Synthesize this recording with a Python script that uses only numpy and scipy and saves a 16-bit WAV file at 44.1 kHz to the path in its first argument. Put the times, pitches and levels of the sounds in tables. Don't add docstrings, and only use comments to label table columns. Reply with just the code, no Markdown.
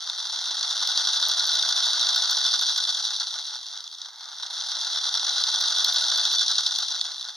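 import sys
import numpy as np
from scipy import signal
from scipy.fft import rfft, irfft, next_fast_len
from scipy.io import wavfile
from scipy.ndimage import uniform_filter1d

SR = 44100
rng = np.random.default_rng(int(sys.argv[2]) if len(sys.argv) > 2 else 0)


def transcribe(u):
    v = np.clip(np.atleast_2d(u).T, -1, 1)
    q = np.round(v * 32767).astype(np.int16)
    wavfile.write(sys.argv[1], SR, q)


N = 324568
TIME = np.arange(N) / SR
GEAR_RATIO = 8.53


def from_db(db):
    return 10 ** (np.asarray(db) / 20)

def at_hz(tone, hz):
    pitch_hz, level_db = np.transpose(tone)
    return np.interp(np.log(np.maximum(hz, 1)), np.log(pitch_hz), level_db)

def response(tone, size=8192):
    cepstrum = irfft(np.log(from_db(at_hz(tone, np.fft.rfftfreq(size, 1 / SR)))))
    cepstrum[1:size // 2] *= 2
    cepstrum[size // 2 + 1:] = 0
    ring = irfft(np.exp(rfft(cepstrum)))
    return ring / np.linalg.norm(ring)

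def through(force, tone):
    return signal.oaconvolve(force, response(tone)[None], axes=1)[:, :N]

def resonate(force, hz, width_hz):
    r = np.exp(-np.pi * width_hz / SR)
    return signal.lfilter([1, 0, -1], [1, -2 * r * np.cos(2 * np.pi * hz / SR), r * r], force)

def steady(x):
    return x / np.sqrt(np.maximum(uniform_filter1d(x ** 2, 5000), 1e-12))

def scatter(shape):
    return np.clip(rng.standard_normal(shape), -2, 2)

def wander(per_s):
    knots = rng.standard_normal(400)
    return np.interp(TIME * per_s, np.arange(len(knots)), knots)

def swell(turns, depth_db, peak_at):
    return from_db(depth_db * np.cos(2 * np.pi * (turns - peak_at)))

def passing(turns, part):
    return np.interp(np.arange(int(turns[-1])) + part, turns, TIME)

def blows(events, tone, rise_s, settle_s, size=1200):
    out, body = np.zeros((2, N + 2 * size)), response(tone)[None, :size]
    t = np.arange(size) / SR - .006
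    envelope = np.exp(np.minimum(t / rise_s, -t / settle_s))
    for (s, peak_db), buzz in zip(events, rng.standard_normal((len(events), 2, size))):
        ring = signal.fftconvolve(buzz * envelope, body, axes=1)
        ring /= np.abs(ring).max(axis=1, keepdims=True)
        start = max(int((s + t[0] + .0008) * SR), 0)
        out[:, start:start + ring.shape[1]] += from_db(peak_db) * ring
    return out[:, :N]


# time_s, speed_turns_per_s
WHEEL_SPEED = [(0, 6.23), (.55, 8.62), (1, 11.79), (1.35, 12.6), (1.9, 13.2), (2.5, 13.39), (2.7, 12.14),
               (3.1, 8.5), (3.6, 4.57), (3.9, 3.08), (4.5, 6.45), (5.05, 9.41), (5.5, 11.64), (5.9, 12.79),
               (6.3, 13.03), (6.5, 11.35), (6.85, 8.07), (7.36, 3.81)]
def wheel_motion():
    speed = np.interp(TIME, *np.transpose(WHEEL_SPEED))
    acceleration = uniform_filter1d(np.gradient(speed) * SR, size=10000)
    pull, coast = np.clip(acceleration / 4.5, 0, 1), np.clip(-acceleration / 8, 0, 1)
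    return np.cumsum(speed) / SR, speed, pull, coast

def chatter_levels(turns, speed, pull, coast):
    lag_turns, press_lag_turns, rattle_turns_per_s = .22, .55, 6.94
    slack = 1 - np.interp(turns - lag_turns, turns, speed) / speed.max()
    pressed = np.interp(turns - press_lag_turns, turns, pull) * np.maximum(rattle_turns_per_s - speed, 0)
    frame_db = -24.5 - 27.5 * slack ** 1.823 - 2.5 * pressed
    shell_db = -40.5 - 29 * slack ** 2.5 - 4 * coast * (1 - slack)
    return frame_db, shell_db

def gear_force(shaft_turns, speed, settle_s=.0037):
    tooth = np.floor(shaft_turns * 3)
    lands = np.flatnonzero(np.diff(tooth))
    timing, strength = rng.standard_normal((len(lands), 2)).T
    late = (timing * .0006 * SR).astype(int)
    hard = tooth[lands] % 3 == 0
    hits = np.zeros(N)
    hits[np.clip(lands + late, 0, N - 1)] = from_db(7.5 * np.clip(strength, -2, 1.3) + 3.5 * hard)
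    sliding = 1.0
    pressure = sliding + signal.lfilter([1], [1, -np.exp(-1 / (settle_s * SR))], hits + 1e-18)
    bounces_per_s = 3500 + 450 * speed
    touches = rng.random((2, N)) < bounces_per_s / SR
    sizes = from_db(2.5 * scatter((2, N))) * rng.choice([-1, 1], (2, N))
    return pressure * touches * sizes

def free_flight(clacks, depth_db, gap_s):
    free = np.zeros(N)
    for s, _ in clacks:
        near = slice(max(int((s - .03) * SR), 0), int((s + .02) * SR))
        free[near] += np.exp(-((TIME[near] - s) / gap_s + .7) ** 2)
    return from_db(-depth_db * np.minimum(free, 1))


# pitch_hz, level_db
CHASSIS_TONE = [(80, -55), (140, -27), (250, -14), (400, -2), (520, 1), (750, -7), (1100, -30)]
def chassis_mutter(force):
    return from_db(-74) * steady(through(force, CHASSIS_TONE))


# pitch_hz, level_db
SHELL_TONE = [(70, -59), (150, -47), (210, -42.5), (300, -36), (450, -14), (640, -4.5), (900, 4),
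              (1110, -1.5), (1350, 5), (1620, 0.5), (1820, -4), (2150, -5.5), (2400, -30.5), (3200, -72.5)]
# pitch_hz, width_hz, level_db
COVER_RINGS = [(1206, 25, -3), (1469, 47, 10), (1615, 47, 1)]
def shell_chatter(force, turns, slowness, coast, shell_db):
    shaking = through(force, SHELL_TONE)
    shell = from_db(shell_db - 2) * steady(shaking)
    shell *= swell(turns, depth_db=.22 * slowness + 1.2 * coast, peak_at=.64)
    rings = sum(from_db(db) * resonate(shaking, hz, width) for hz, width, db in COVER_RINGS)
    cover = from_db(shell_db - 4.5 - 1.5 * slowness + 1.8 * coast) * steady(rings)
    cover *= swell(turns, depth_db=5.2 + .4 * slowness + 3 * coast, peak_at=.66)
    return shell + cover


# pitch_hz, level_db
FRAME_TONE = [(150, -57), (1410, -41.5), (2400, -48.5), (2710, -20.5), (3000, -24.5), (3360, 0), (3590, 2),
              (5140, -6.5), (5880, -5), (6510, -10.5), (7200, -26), (8000, -38), (10400, -61),
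              (17600, -120)]
# pitch_hz, width_hz, level_db
FRAME_RINGS = [(3504, 21, 2), (3750, 64, 2.5), (4380, 54, -3.5), (5680, 180, -9)]
def frame_chatter(force, turns, slowness, coast, frame_db):
    rings = sum(from_db(db + 4 * wander(per_s=20)) * steady(resonate(force, hz, width))
                for hz, width, db in FRAME_RINGS)
    rings = signal.sosfilt(signal.butter(8, [3200, 6300], "band", fs=SR, output="sos"), rings)
    rattle = from_db(-1) * steady(through(force, FRAME_TONE))
    metal = rattle + from_db(-10.5 - .5 * slowness) * rings
    return from_db(frame_db) * metal * swell(turns, depth_db=1.06 + .5 * coast, peak_at=.52)


# pitch_hz, level_db
SIZZLE_TONE = [(800, -81), (7000, -24.5), (8000, -21), (8450, 4), (9400, 2.5), (10500, -0.5), (11500, -6),
               (13000, -14.5), (16000, -18)]
def sizzle_and_rim(force, turns, slowness, frame_db):
    shaking = through(force, SIZZLE_TONE)
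    sizzle = from_db(frame_db - 27 + .037 * slowness) * steady(shaking)
    rim = from_db(frame_db - 41.5 - .19 * slowness) * steady(resonate(shaking, hz=9880, width_hz=90))
    return sizzle * swell(turns, depth_db=1.3, peak_at=.5) + rim * swell(turns, depth_db=12, peak_at=.19)


# cycles_per_shaft_turn, level_db, fade_db (per turn a second below top speed)
HUM_TONES = [(3, -12, -.2), (4, -21, 1.2), (6, -14, 1.6), (9, -20, 1.5)]
def motor_hum(turns, speed, coast, shell_db):
    hum, slowness = 0, speed.max() - speed
    for multiple, db, fade_db in HUM_TONES:
        per_turn = multiple * GEAR_RATIO
        tone_db = db - fade_db * slowness + at_hz(SHELL_TONE, per_turn * speed)
        hum = hum + from_db(tone_db) * np.sin(2 * np.pi * per_turn * turns)
    near_side_only = np.array([[1], [0]])
    return np.sqrt(2) * hum * from_db(shell_db - 6 * coast + 2 * wander(per_s=12)) * near_side_only


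# pitch_hz, level_db
HISS_TONE = [(20, -7), (42, -8), (62, -26), (110, -18), (200, -13), (600, -8), (2400, -14), (6000, 0),
             (16000, 4)]
def background_hiss():
    return from_db(-70) * through(rng.standard_normal((2, N)), HISS_TONE)

def pinion_ticks(turns, speed, frame_db):
    start_s = passing(turns * GEAR_RATIO, 0)
    start_s = start_s[np.interp(start_s, TIME, speed) < 9]
    peak_db = np.interp(start_s, TIME, frame_db - 1.6 * speed) + 17.5 + 3.6 * scatter(len(start_s))
    ticks = np.column_stack([start_s, peak_db])
    frame = blows(ticks, FRAME_TONE, rise_s=.00069, settle_s=.0011)
    return frame + from_db(-26) * blows(ticks, SIZZLE_TONE, rise_s=.00037, settle_s=.0009)


# position_turns, boost_db
ROD_CATCHES = [(.26, 12), (.51, 12), (.74, 12)]
def plan_rod_clacks(turns, speed, frame_db, scatter_turns=.02, spread_db=1.3):
    clacks, snap_s = [], np.array(GEAR_SNAPS)[:, 0]
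    for position, boost_db in ROD_CATCHES:
        start_s = passing(turns, position)
        late, strength = scatter((len(start_s), 2)).T
        late_s = late * scatter_turns / np.interp(start_s, TIME, speed)
        start_s = np.clip(start_s + late_s, 0, TIME[-1])
        level_db = np.interp(start_s, TIME, frame_db) + boost_db + spread_db * strength
        clear = np.abs(start_s[:, None] - snap_s).min(axis=1) > .022
        clacks += zip(start_s, np.where(clear, level_db, -np.inf))
    return clacks

def plan_rod_taps(turns, speed, spread_db=3):
    start_s = passing(turns, .5)
    slowness = speed.max() - np.interp(start_s, TIME, speed)
    return list(zip(start_s, -38 - 3 * slowness + spread_db * scatter(len(start_s))))


# start_s, level_db
GEAR_SNAPS = [(0.0972, -15), (0.6285, -12), (0.8734, -9), (0.9747, -9), (1.3947, -8), (1.6257, -8),
              (1.9315, -9), (2.8509, -12), (3.1627, -15), (3.1991, -13), (3.8048, -20), (5.1407, -10),
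              (5.4375, -8), (5.8456, -6), (5.9833, -10), (6.3834, -8), (6.4807, -10), (6.5545, -12),
              (6.5824, -6), (6.6643, -8), (6.7585, -12), (6.7855, -11), (6.8833, -14), (7.012, -9)]
def snaps_and_clacks(clacks):
    both = list(GEAR_SNAPS) + clacks
    gears = from_db(-1) * blows(GEAR_SNAPS, FRAME_TONE, rise_s=.0013, settle_s=.0021)
    rods = from_db(-1.5) * blows(clacks, FRAME_TONE, rise_s=.0011, settle_s=.0022)
    shell = from_db(-27.5) * blows(both, SHELL_TONE, rise_s=.0018, settle_s=.007)
    sizzle = from_db(-28.5) * blows(both, SIZZLE_TONE, rise_s=.0018, settle_s=.0036)
    return gears + rods + shell + sizzle


# start_s, knock_db, jolt_db
ROD_KNOCKS = [(0.8734, -34, -93), (1.2855, -22, -72), (1.4696, -30, -74), (1.5359, -29, -79),
              (1.6916, -32, -80), (2.159, -31, -73), (2.3092, -24, -76), (2.6115, -31, -73),
              (2.7766, -31, -87), (5.6067, -33, -81), (5.7813, -32, -78), (5.8456, -21, -78),
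              (5.9369, -26, -83), (6.1739, -28, -70), (6.3275, -29, -71), (6.7855, -35, -79)]
# pitch_hz, level_db
KNOCK_TONE = [(2500, -62), (3500, 13), (6200, 12), (8000, -9), (10000, -4), (12500, 3), (16000, -1.5)]
# pitch_hz, level_db
JOLT_TONE = [(30, -22), (75, -28), (150, -10), (250, 4), (450, 15), (800, -10), (1600, -54)]
def rod_knocks(taps):
    knocks = [(s, db) for s, db, _ in ROD_KNOCKS]
    jolts = [(s, db) for s, _, db in ROD_KNOCKS]
    clicks = from_db(9.5) * blows(knocks + taps, KNOCK_TONE, rise_s=.0005, settle_s=.00046)
    return clicks + from_db(22) * blows(jolts, JOLT_TONE, rise_s=.002, settle_s=.005)

def low_cut(x, cutoff_hz):
    return signal.sosfilt(signal.butter(6, cutoff_hz, "high", fs=SR, output="sos"), x)


# pitch_hz, level_db
FAR_SIDE_SHARE = [(60, -12), (200, -5), (350, -5), (700, -11.5), (1500, -15.5), (3500, -10.5), (6500, -16),
                  (9000, -0.5), (15000, -27)]
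# pitch_hz, difference_db
LEFT_RIGHT_BALANCE = [(100, 4), (380, -2), (700, -4.5), (1300, -2), (2400, -2.5), (3500, 0.5), (5000, 0),
                      (9000, 2.5), (15000, 0)]
def stereo(x, left_lead_s):
    size = next_fast_len(N + 4096)
    hz, sides = np.fft.rfftfreq(size, 1 / SR), np.array([[1], [-1]])
    near, far = rfft(x, size)
    channels = near + sides * from_db(at_hz(FAR_SIDE_SHARE, hz)) * far
    channels *= from_db(sides * at_hz(LEFT_RIGHT_BALANCE, hz) / 2)
    return irfft(channels * np.exp(1j * np.pi * hz * sides * left_lead_s), size)[:, :N]

def wall_echo(x, fade_s, size=16384):
    t = np.arange(size) / SR
    tail = rng.standard_normal((2, size)) * from_db(-60 * t / fade_s) * (t > .004)
    return signal.oaconvolve(x, tail / np.linalg.norm(tail[0]), axes=1)[:, :N]

def scene():
    turns, speed, pull, coast = wheel_motion()
    slowness = speed.max() - speed
    frame_db, shell_db = chatter_levels(turns, speed, pull, coast)
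    clacks = plan_rod_clacks(turns, speed, frame_db)
    force = gear_force(turns * GEAR_RATIO, speed)
    force *= free_flight(clacks, depth_db=2, gap_s=.004) * free_flight(GEAR_SNAPS, depth_db=4, gap_s=.005)
    chatter = (chassis_mutter(force)
               + shell_chatter(force, turns, slowness, coast, shell_db)
               + frame_chatter(force, turns, slowness, coast, frame_db)
               + sizzle_and_rim(force, turns, slowness, frame_db))
    taps = plan_rod_taps(turns, speed)
    impacts = snaps_and_clacks(clacks) + rod_knocks(taps) + pinion_ticks(turns, speed, frame_db)
    engine = chatter + impacts + motor_hum(turns, speed, coast, shell_db)
    direct = stereo(low_cut(engine, cutoff_hz=116) + background_hiss(), left_lead_s=.000018)
    return direct + from_db(-18) * wall_echo(direct, fade_s=.2)

def record(dry):
    cutoff_hz = 15800
    return signal.sosfilt(signal.ellip(12, .1, 80, cutoff_hz, fs=SR, output="sos"), dry)


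dry = scene()
out = record(dry)
transcribe(out)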